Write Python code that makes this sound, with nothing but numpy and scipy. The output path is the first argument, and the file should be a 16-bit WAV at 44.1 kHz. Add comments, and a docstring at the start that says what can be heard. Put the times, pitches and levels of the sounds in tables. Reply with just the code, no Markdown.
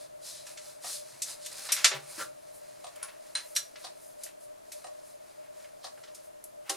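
"""A steel gear is fitted onto a lathe in a small workshop, while a clock ticks and a motor hums faintly. First
gloves and sleeves rub, and parts click lightly. At about 1.5 seconds the gear scrapes along its stud (the pin
it sits on) with the loudest clinks, then it drags briefly on the stud with a groan. From 3 seconds on, more
taps set the gear and its fittings ringing, and quieter handling follows. A last knock rings a bracket and the
casing just before the end."""
import sys
import numpy as np
from scipy import signal
from scipy.fft import rfft, irfft, next_fast_len
from scipy.io import wavfile
from scipy.ndimage import uniform_filter1d

SR = 44100
rng = np.random.default_rng(int(sys.argv[2]) if len(sys.argv) > 2 else 0)


def bounce(signal):
    """Save signal as a 16-bit WAV file at the path given by the first command-line argument."""
    frames = np.transpose(np.atleast_2d(signal))
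    limited = np.clip(frames, -1, 1)
    pcm = np.round(limited * 32767).astype(np.int16)
    wavfile.write(sys.argv[1], SR, pcm)


N = 298116
T = np.arange(N) / SR

# Levels in the tables are relative. A fade time (t60) is how long a sound takes to drop by 60 dB.
# Steel touching steel. Each row: start in seconds, level in dB, low edge in Hz (higher for a smaller
# part), top edge in Hz (higher for a harder touch), fade time of the chatter in seconds.
TOUCHES = [(0.466, -48, 1200, 8950, .1), (0.572, -47, 1500, 7700, 0.12), (1.219, -30, 4600, 8800, 0.094),
           (1.46, -40, 2200, 10000, 0.037), (1.688, -35.5, 905, 4960, 0.37),
           (1.719, -27, 2150, 14100, 0.096), (1.764, -35.5, 1100, 6260, 0.33),
           (1.843, -14.5, 1484, 6950, .095), (1.913, -31.5, 456, 4400, 0.2),
           (2.957, -55.5, 1490, 13100, 0.039), (3.027, -44, 740, 11000, 0.082),
           (3.082, -51, 704, 4000, 0.16), (3.351, -36, 1050, 6160, 0.21), (3.551, -41, 4500, 11000, 0.067),
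           (3.562, -28.5, 2180, 9300, 0.077), (3.756, -47, 1200, 4990, 0.074),
           (4.234, -39.5, 5500, 11300, .07), (4.263, -50, 1600, 3800, 0.17),
           (4.718, -46, 2015, 12500, 0.092), (5.643, -51, 1480, 2800, 0.087), (5.974, -54, 800, 2400, .08),
           (6.035, -51.5, 1000, 5960, .07), (6.073, -56, 700, 5000, 0.13), (6.146, -48, 4940, 10430, 0.084),
           (6.439, -49, 8370, 11900, 0.036), (6.694, -31, 1225, 9600, 0.069)]
# The tone colour all touches share. Each row: frequency in Hz, level in dB.
STEEL_COLOUR = [(150, -8), (300, -15.5), (520, 1), (1050, -5), (1800, 0), (3000, -3.5), (4600, -2),
                (8800, 0.5), (13000, -0.5), (16000, -19)]
# The notes of the lathe's gears. Each row: pitch in Hz, level in dB, fade time in seconds.
LATHE_NOTES = [(1140, -18, .4), (1372, 0, .22), (1674, -9, .3), (1838, -3, .14), (2047, -2, .13),
               (2406, -11, .07), (2914, -4, .13), (3147, -7, .12), (3240, -6, .18), (3451, -8, .18),
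               (3558, -4, .2), (3595, -4, .18), (3733, -6, .17), (4046, -2, .14), (4172, -5, .14),
               (4569, -3, .15), (4712, -5, .13), (5608, -3, .19), (5750, -2, .15), (5850, -1, .14),
               (6266, -7, .11), (7165, -7, .16), (7362, -4, .15), (7990, -3, .1), (9200, -6, .1)]
# The notes of each loose part, by name. Each row: pitch in Hz, level in dB, fade time in seconds.
PART_NOTES = { "gear": [(1400, -19, .16), (1560, -20, .1), (1674, -17, .14), (1770, -17, .09),
              (4050, 0, .1), (4170, -10, .1), (8780, -10, .05), (9050, -3, .07), (9185, -6, .06)],
              "spacer": [(5620, -7, .07), (5750, 0, .12), (9080, -3, .04), (11540, -7, .05),
              (13450, -15, .035), (14250, -14, .04)], "washer": [(1085, -17, .14), (1373, -14, .12),
              (1500, -14, .1), (8893, -7, .06), (9810, -2, .025), (9990, -1, .03), (10180, 0, .025),
              (10350, 1, .035)], "bracket": [(330, -11, .2), (520, -8, .14), (791, 1, .12), (1080, -5, .1),
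              (2690, -3, .06), (2840, -3, .05), (2954, 0, .05), (3070, -1, .04), (6910, -2, .04)],
              "casing": [(302, -21, 0.33), (386, -1, 0.3), (419, -3, 0.24), (454, -6.5, 0.26),
              (548.4, -5, 0.35), (645, -1.5, 0.19), (804, -6, 0.62), (1154, -3, 0.46)],
              "key": [(10100, 3, 0.014), (11400, -5.5, 0.035), (11800, -11, 0.029)],
              "guard": [(315, -11, 0.19), (338, -1.5, 0.11)], "tray": [(128, -3, .4), (143, 0, .45)], }
# Blows that set a part ringing. Each row: start in seconds, name of the part, level in dB.
BLOWS = [(1.723, "spacer", -22.5), (1.766, "spacer", -48), (1.912, "casing", -47), (1.933, "tray", -49.5),
         (2.179, "guard", -44.5), (3.029, "washer", -32), (3.352, "gear", -25), (3.562, "spacer", -26),
         (3.564, "gear", -28.5), (6.441, "key", -38.5), (6.699, "bracket", -35), (6.704, "casing", -47)]
# Strokes of sleeve and glove, some dragging steel along. 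Each row: fastest moment in seconds,
# swell time in seconds, hiss level in dB, scrape level in dB, tilt of the hiss in dB per octave.
RUB_STROKES = [(0.02, 0.027, -54.5, -63, -1.5), (0.278, 0.03, -43, -59, 0), (0.37, 0.032, -49, -65.5, -2.5),
               (0.495, 0.032, -51, -58, 0.5), (0.661, 0.045, -51, -61, 0), (0.855, 0.02, -44, -53, 1),
               (0.921, 0.035, -37.5, -54.5, 1), (1.09, 0.037, -55.5, -83, 1), (1.295, 0.026, -40.5, -52, 0),
               (1.455, 0.029, -46.5, -65, -1.5), (2.13, 0.048, -47.5, -56.5, 3),
               (2.207, .022, -43.5, -52, -.5), (2.56, 0.022, -55.5, -81, 13), (3.03, 0.07, -74, -56.5, -8),
               (3.47, 0.095, -56, -66, 10), (3.81, 0.027, -56.5, -60, 1.5), (4.05, 0.048, -57, -73, 10),
               (4.24, .035, -54, -62, 2), (4.43, 0.023, -58, -78.5, 7), (4.77, 0.057, -57, -66.5, 1.5),
               (5.081, 0.033, -59.5, -78.5, 7), (5.44, 0.028, -70, -63.5, -4), (6.25, 0.016, -59, -80, 11),
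               (6.701, 0.026, -58, -50, -4)]
# The gear sliding on its stud. Each row: time in seconds, hiss level in dB, scrape level in dB.
SLIDE_LEVELS = [(1.48, -66, -79), (1.515, -48, -56.5), (1.66, -43.5, -51), (1.81, -46.5, -52),
                (1.95, -56, -51), (2.02, -74, -64), (2.12, -75, -71)]
# Hands fidgeting between strokes. Each row: time in seconds, level in dB.
FIDGET_LEVELS = [(0, -72), (1.1, -61.5), (2.3, -59.5), (2.5, -64.5), (2.8, -59.5), (3.2, -66.5), (3.7, -61),
                 (4.35, -77), (4.9, -63.5), (5.4, -67), (5.8, -64), (6.15, -68), (6.5, -84), (6.76, -52.5)]
# Fine hiss, coarse scrape and the groan of the gear on its stud. Each row: frequency in Hz, level in dB.
HISS_COLOUR = [(300, -36.5), (1000, -26), (2800, -10), (4100, 3), (6300, 0.5), (7600, 0.5), (9500, 2.5),
               (11000, -1.5), (12500, -9), (14500, -15), (15900, -26)]
SCRAPE_COLOUR = [(150, -13.5), (500, 2), (1000, 4), (1450, 5.5), (2600, 4.5), (4000, -10), (8000, -10.5)]
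GROAN_COLOUR = [(150, -23), (330, -13), (520, -4.5), (800, -10.5), (1200, -3), (1600, 2), (2200, -9),
                (4000, -14), (7000, -13), (13000, -22.5)]
# The notes of the clock's case. Each row: pitch in Hz, level in dB, fade time in seconds.
CLOCK_NOTES = [(520, -10, .08), (660, -2, .05), (735, 0, .055), (810, -5, .05), (970, -10, .1),
               (1130, -9, .11), (1220, -10, .11), (1870, -14, .12), (2880, -14, .06), (3980, -13, .07),
               (5250, -19, .07), (6000, -15, .05), (8100, -14, .04), (8900, -11, .06)]
# The snap of the clock's step and the rasp of its pawl. Each row: frequency in Hz, level in dB.
SNAP_COLOUR = [(200, -22), (600, -4.5), (1150, 13), (2200, 11.5), (4200, 13), (9000, 10.5), (12000, -14)]
PAWL_COLOUR = [(300, -22), (900, -4), (2500, -8.5), (4100, 4.5), (5500, 1.5), (7500, -12), (9500, -5.5),
               (13000, -21)]
# The motor's tones. Each row: pitch in Hz, width of the waver in Hz, level in dB.
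MOTOR_NOTES = [(604, 12, -50), (633, 40, -55.5), (1210, 19, -78)]
# The steady noise of the motor and of the room's air. Each row: frequency in Hz, level in dB.
MOTOR_COLOUR = [(50, -108), (130, -101), (190, -94.5), (300, -88), (480, -89.5), (545, -87.5), (680, -78),
                (800, -92), (1200, -92.5), (2000, -106), (5000, -116)]
AIR_COLOUR = [(25, -99), (80, -101), (130, -99), (200, -100), (320, -97), (900, -97), (1500, -101),
              (3000, -106), (6000, -106), (10000, -105), (14000, -111), (15900, -121)]
# The workshop's low hum. Each row: time in seconds, level in dB.
HUM_LEVELS = [(0, -74.5), (1.8, -74), (2.7, -74.5), (3.4, -83), (6.76, -80.5)]

OPPOSITE_EARS = np.array([[1], [-1]])  # adds a sound on the left and its mirror image on the right


def steel_touches(chatter_db=8, ring_db=-5.5, tick_db=10, seat_s=0.0069, rise_s=0.002, body_db=-24):
    """Steel ticks as it touches, chatters briefly as it settles, and rings the lathe's gears."""
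    out, t = np.zeros(N), np.arange(SR // 2) / SR
    hz = np.geomspace(100, 16000, 30)
    for s, db, low_hz, top_hz, t60 in TOUCHES:
        # the part sounds between its two edges; the machine's body lets a little bass through
        above_low_edge = 1 / (1 + (low_hz / hz) ** 4.8)
        power = (above_low_edge + undb(body_db) ** 2) / (1 + (hz / top_hz) ** 8)
        shape = np.transpose([hz, 10 * np.log10(power * gain_at(hz, STEEL_COLOUR) ** 2)])
        loudness = np.minimum(t / rise_s, 1) * fade(np.maximum(t - seat_s, 0), t60)
        chatter = undb(chatter_db) * rng.standard_normal(len(t)) * loudness
        gears = undb(ring_db) * ring(LATHE_NOTES) / 2
        add(out, s, undb(db) * colour(chatter + gears, shape))
        tick = colour(signal.unit_impulse(len(t)), shape)
        peak_db = db + tick_db + 4 * np.log2(low_hz / 2000)  # smaller parts tick more sharply
        add(out, s + rise_s, undb(peak_db) * tick / np.abs(tick).max())
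    return out


def clinks(rattle_db=-9, rattle_t60=0.043, rattle_hz=1000):
    """The gear, its fittings and the covers ring on after a blow, roughened by a fine rattle."""
    out, t = np.zeros(N), np.arange(SR // 20) / SR
    for s, part, db in BLOWS:
        rattle = high_pass(rng.standard_normal(len(t)) * fade(t, rattle_t60), rattle_hz)
        force = signal.unit_impulse(len(t)) + undb(rattle_db) * rattle / np.linalg.norm(rattle)
        ringing = signal.fftconvolve(ring(PART_NOTES[part]), force)
        lowest_hz = PART_NOTES[part][0][0]  # a part gives off little below its lowest note
        add(out, s, undb(db) * high_pass(ringing, lowest_hz / 2))
    return out


def rubbing(hiss_trim_db=-1, scrape_trim_db=-1):
    """Each stroke of cloth or glove swells and fades as a hiss; sliding steel adds a coarser scrape."""
    out = np.zeros(N)
    cloth = colour(slips(uneven_db=2), HISS_COLOUR)
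    steel = unit(colour(slips(uneven_db=2.5), SCRAPE_COLOUR))
    for s, swell_s, cloth_db, steel_db, tilt_db in RUB_STROKES:
        fade_s = 1.31 * swell_s
        span = (T > s - 4 * swell_s) & (T < s + 4 * fade_s)
        width_s = np.where(T[span] < s, swell_s, fade_s)
        speed = np.exp(-.5 * ((T[span] - s) / width_s) ** 2)
        hiss = unit(colour(cloth[span], [(3500, -tilt_db), (14000, tilt_db)]))
        scrape = undb(steel_db + scrape_trim_db) * steel[span]
        out[span] += speed * (undb(cloth_db + hiss_trim_db) * hiss + scrape)
    return out


def gear_slide(catch_db=2.7):
    """The gear scrapes along its stud, catching unevenly."""
    sliding = (T > SLIDE_LEVELS[0][0]) & (T < SLIDE_LEVELS[-1][0])
    hiss_db, scrape_db = curve(SLIDE_LEVELS)
    return sliding * undb(catch_db * wander(rate_hz=46)) * friction(hiss_db, scrape_db, grit_db=4)


def stud_groan(groan_db=-3):
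    """The gear drags briefly on its stud, groaning on one note."""
    pressure_db, = curve([(2.16, -100), (2.18, -49), (2.20, -40), (2.222, -39), (2.24, -51),
                          (2.29, -100)])
    scrape = unit(colour(slips(uneven_db=1), GROAN_COLOUR))
    return undb(pressure_db) * (scrape + undb(groan_db) * tone(hz=1370, width_hz=55))


def fidget(uneven_db=2.36):
    """Fingers keep shifting on the parts in small random movements."""
    level_db = curve(FIDGET_LEVELS)[0] + uneven_db * wander(rate_hz=13)
    return undb(level_db) * friction(hiss_db=-1, scrape_db=-5, grit_db=3)


def clock(first_s=0.843, beat_s=1, tick_db=-42, snap_db=-10, rebound_s=0.025, rebound_db=-10,
          pawl_db=-37, pawl_lag_s=0.00663, pawl_s=0.01):
    """The hand steps and bounces, ringing the case; a pawl (a small catch) rasps every other beat."""
    out, t = np.zeros(N), np.arange(SR // 2) / SR
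    for beat, s in enumerate(np.arange(first_s, N / SR, beat_s)):
        snap = colour(rng.standard_normal(len(t)) * fade(t, t60=0.035), SNAP_COLOUR)
        add(out, s, undb(tick_db) * (ring(CLOCK_NOTES) + undb(snap_db) * snap))
        add(out, s + rebound_s, undb(tick_db + rebound_db) * (ring(CLOCK_NOTES) + snap))
        if beat % 2:
            catch = np.exp(-np.abs(T - s - pawl_lag_s) / pawl_s)
            out += undb(pawl_db) * colour(rng.standard_normal(N) * catch, PAWL_COLOUR)
    return high_pass(out, hz=300)


def background(motor_middle_db=-20.5, air_side_db=-5):
    """Room air, a low hum, and a small nearby motor that shakes left and right in opposite ways."""
    motor = noise(MOTOR_COLOUR) + sum(undb(db) * tone(hz, width) for hz, width, db in MOTOR_NOTES)
    hum = undb(curve(HUM_LEVELS)[0]) * tone(hz=132, width_hz=27)
    side = motor + undb(air_side_db) * noise(AIR_COLOUR)
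    return noise(AIR_COLOUR) + hum + undb(motor_middle_db) * motor + side * OPPOSITE_EARS


def workshop(x, middle_db, side_db, t60=0.19, low_t60=0.25):
    """A small cluttered room adds a short, dense echo that lasts longer in the low notes."""
    t = np.arange(SR // 2) / SR
    low_pass = signal.butter(2, 1800, fs=SR, output="sos")
    echoes = []
    for white in rng.standard_normal((2, len(t))):
        lingering_lows = signal.sosfilt(low_pass, white) * (fade(t, low_t60) - fade(t, t60))
        tail = (white * fade(t, t60) + lingering_lows) * (t > .002)
        echoes.append(signal.fftconvolve(x, tail / np.linalg.norm(tail))[:N])
    middle, side = echoes
    return x + undb(middle_db) * middle + undb(side_db) * side * OPPOSITE_EARS


def machine_echoes(x, width_db, t60=0.026):
    """Nearby faces of the machine bounce the sound differently into each ear."""
    t = np.arange(SR // 20) / SR
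    early = rng.standard_normal(len(t)) * fade(t, t60)
    return undb(width_db) * signal.fftconvolve(x, early / np.linalg.norm(early))[:N] * OPPOSITE_EARS


def ring(notes, detune=0.0017):
    """A struck object rings with fading notes; every blow lands a little differently."""
    t = np.arange(SR // 2) / SR
    out = np.zeros(len(t))
    for hz, db, t60 in notes:
        shift, push = rng.standard_normal(2)
        pitch_hz = hz * (1 + detune * shift)
        out += undb(db) * fade(t, t60) * np.sign(push) * np.sin(2 * np.pi * pitch_hz * t)
    return out


def friction(hiss_db, scrape_db, grit_db):
    """Fine hiss plus coarse scrape; grit makes the slips more uneven."""
    hiss = unit(colour(slips(grit_db), HISS_COLOUR))
    scrape = unit(colour(slips(grit_db), SCRAPE_COLOUR))
    return undb(hiss_db) * hiss + undb(scrape_db) * scrape


def slips(uneven_db):
    """Rubbing surfaces make a dense stream of tiny slips of uneven size."""
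    white = rng.standard_normal(N)
    sizes = np.repeat(rng.standard_normal(N // 32 + 1), 32)[:N]
    return unit(white * undb(uneven_db * sizes))


def tone(hz, width_hz):
    """A wavering tone: noise narrowed to a thin band around one pitch."""
    f = np.arange(N // 2 + 1) * SR / N
    return unit(irfft(rfft(rng.standard_normal(N)) / (1 + ((f - hz) / width_hz) ** 2), N))


def noise(points):
    """Steady noise with the given strength per Hz."""
    return colour(rng.standard_normal(N), points) * np.sqrt(SR / 2)


def wander(rate_hz):
    """A smooth random drift, roughly between -1 and 1."""
    hold = int(SR / rate_hz)
    steps = rng.standard_normal(size=1024)[np.arange(N) // hold]
    return 1.4 * uniform_filter1d(uniform_filter1d(steps, hold), hold)


def colour(x, points):
    """Give a sound the tone colour set by (Hz, dB) points."""
    size = next_fast_len(len(x) + SR // 10, True) * 2
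    hz = np.arange(size // 2 + 1) * SR / size
    cepstrum = irfft(np.log(gain_at(hz, points)))
    # fold the second half onto the first, so nothing rings before the sound starts
    cepstrum[1:size // 2] *= 2
    cepstrum[size // 2 + 1:] = 0
    return irfft(rfft(x, size) * np.exp(rfft(cepstrum)))[:len(x)]


def gain_at(hz, points):
    """Read the gain at hz between (Hz, dB) points, spaced by octaves."""
    f, db = np.transpose(points)
    return undb(np.interp(np.log(hz + 1), np.log(f), db))


def high_pass(x, hz):
    """Remove what lies below hz."""
    return signal.sosfilt(signal.butter(4, hz, "high", fs=SR, output="sos"), x)


def curve(rows):
    """Join timed rows with straight lines, one curve for each column of values."""
    s, *columns = np.transpose(rows)
    return [np.interp(T, s, c) for c in columns]


def fade(t, t60):
    """Die away by 60 dB every t60 seconds."""
    return np.exp(-np.log(1000) * t / max(t60, 1e-3))


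def add(track, s, x):
    """Mix a sound into a track at s seconds."""
    i = int(s * SR)
    track[i:i + len(x)] += x[:N - i]


def undb(db):
    """Turn decibels into a multiplier."""
    return 10 ** (np.asarray(db) / 20)


def unit(x):
    """Scale to an average strength (rms) of 1."""
    return x / np.sqrt(np.mean(x ** 2))


def scene():
    """Work at the lathe is near; the clock hangs further off."""
    work = steel_touches() + clinks() + rubbing() + gear_slide() + fidget() + stud_groan()
    work = high_pass(work, hz=110)  # small stiff parts give off almost no deep bass
    near = workshop(work, middle_db=-6, side_db=-12.5) + machine_echoes(work, width_db=-12)
    return near + workshop(clock(), middle_db=-3, side_db=-2) + background()


def record(dry, top_hz=15800):
    """Cut away the very highest treble."""
    return signal.sosfilt(signal.ellip(10, .2, 70, top_hz, fs=SR, output="sos"), dry)


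dry = scene()
out = record(dry)
bounce(out)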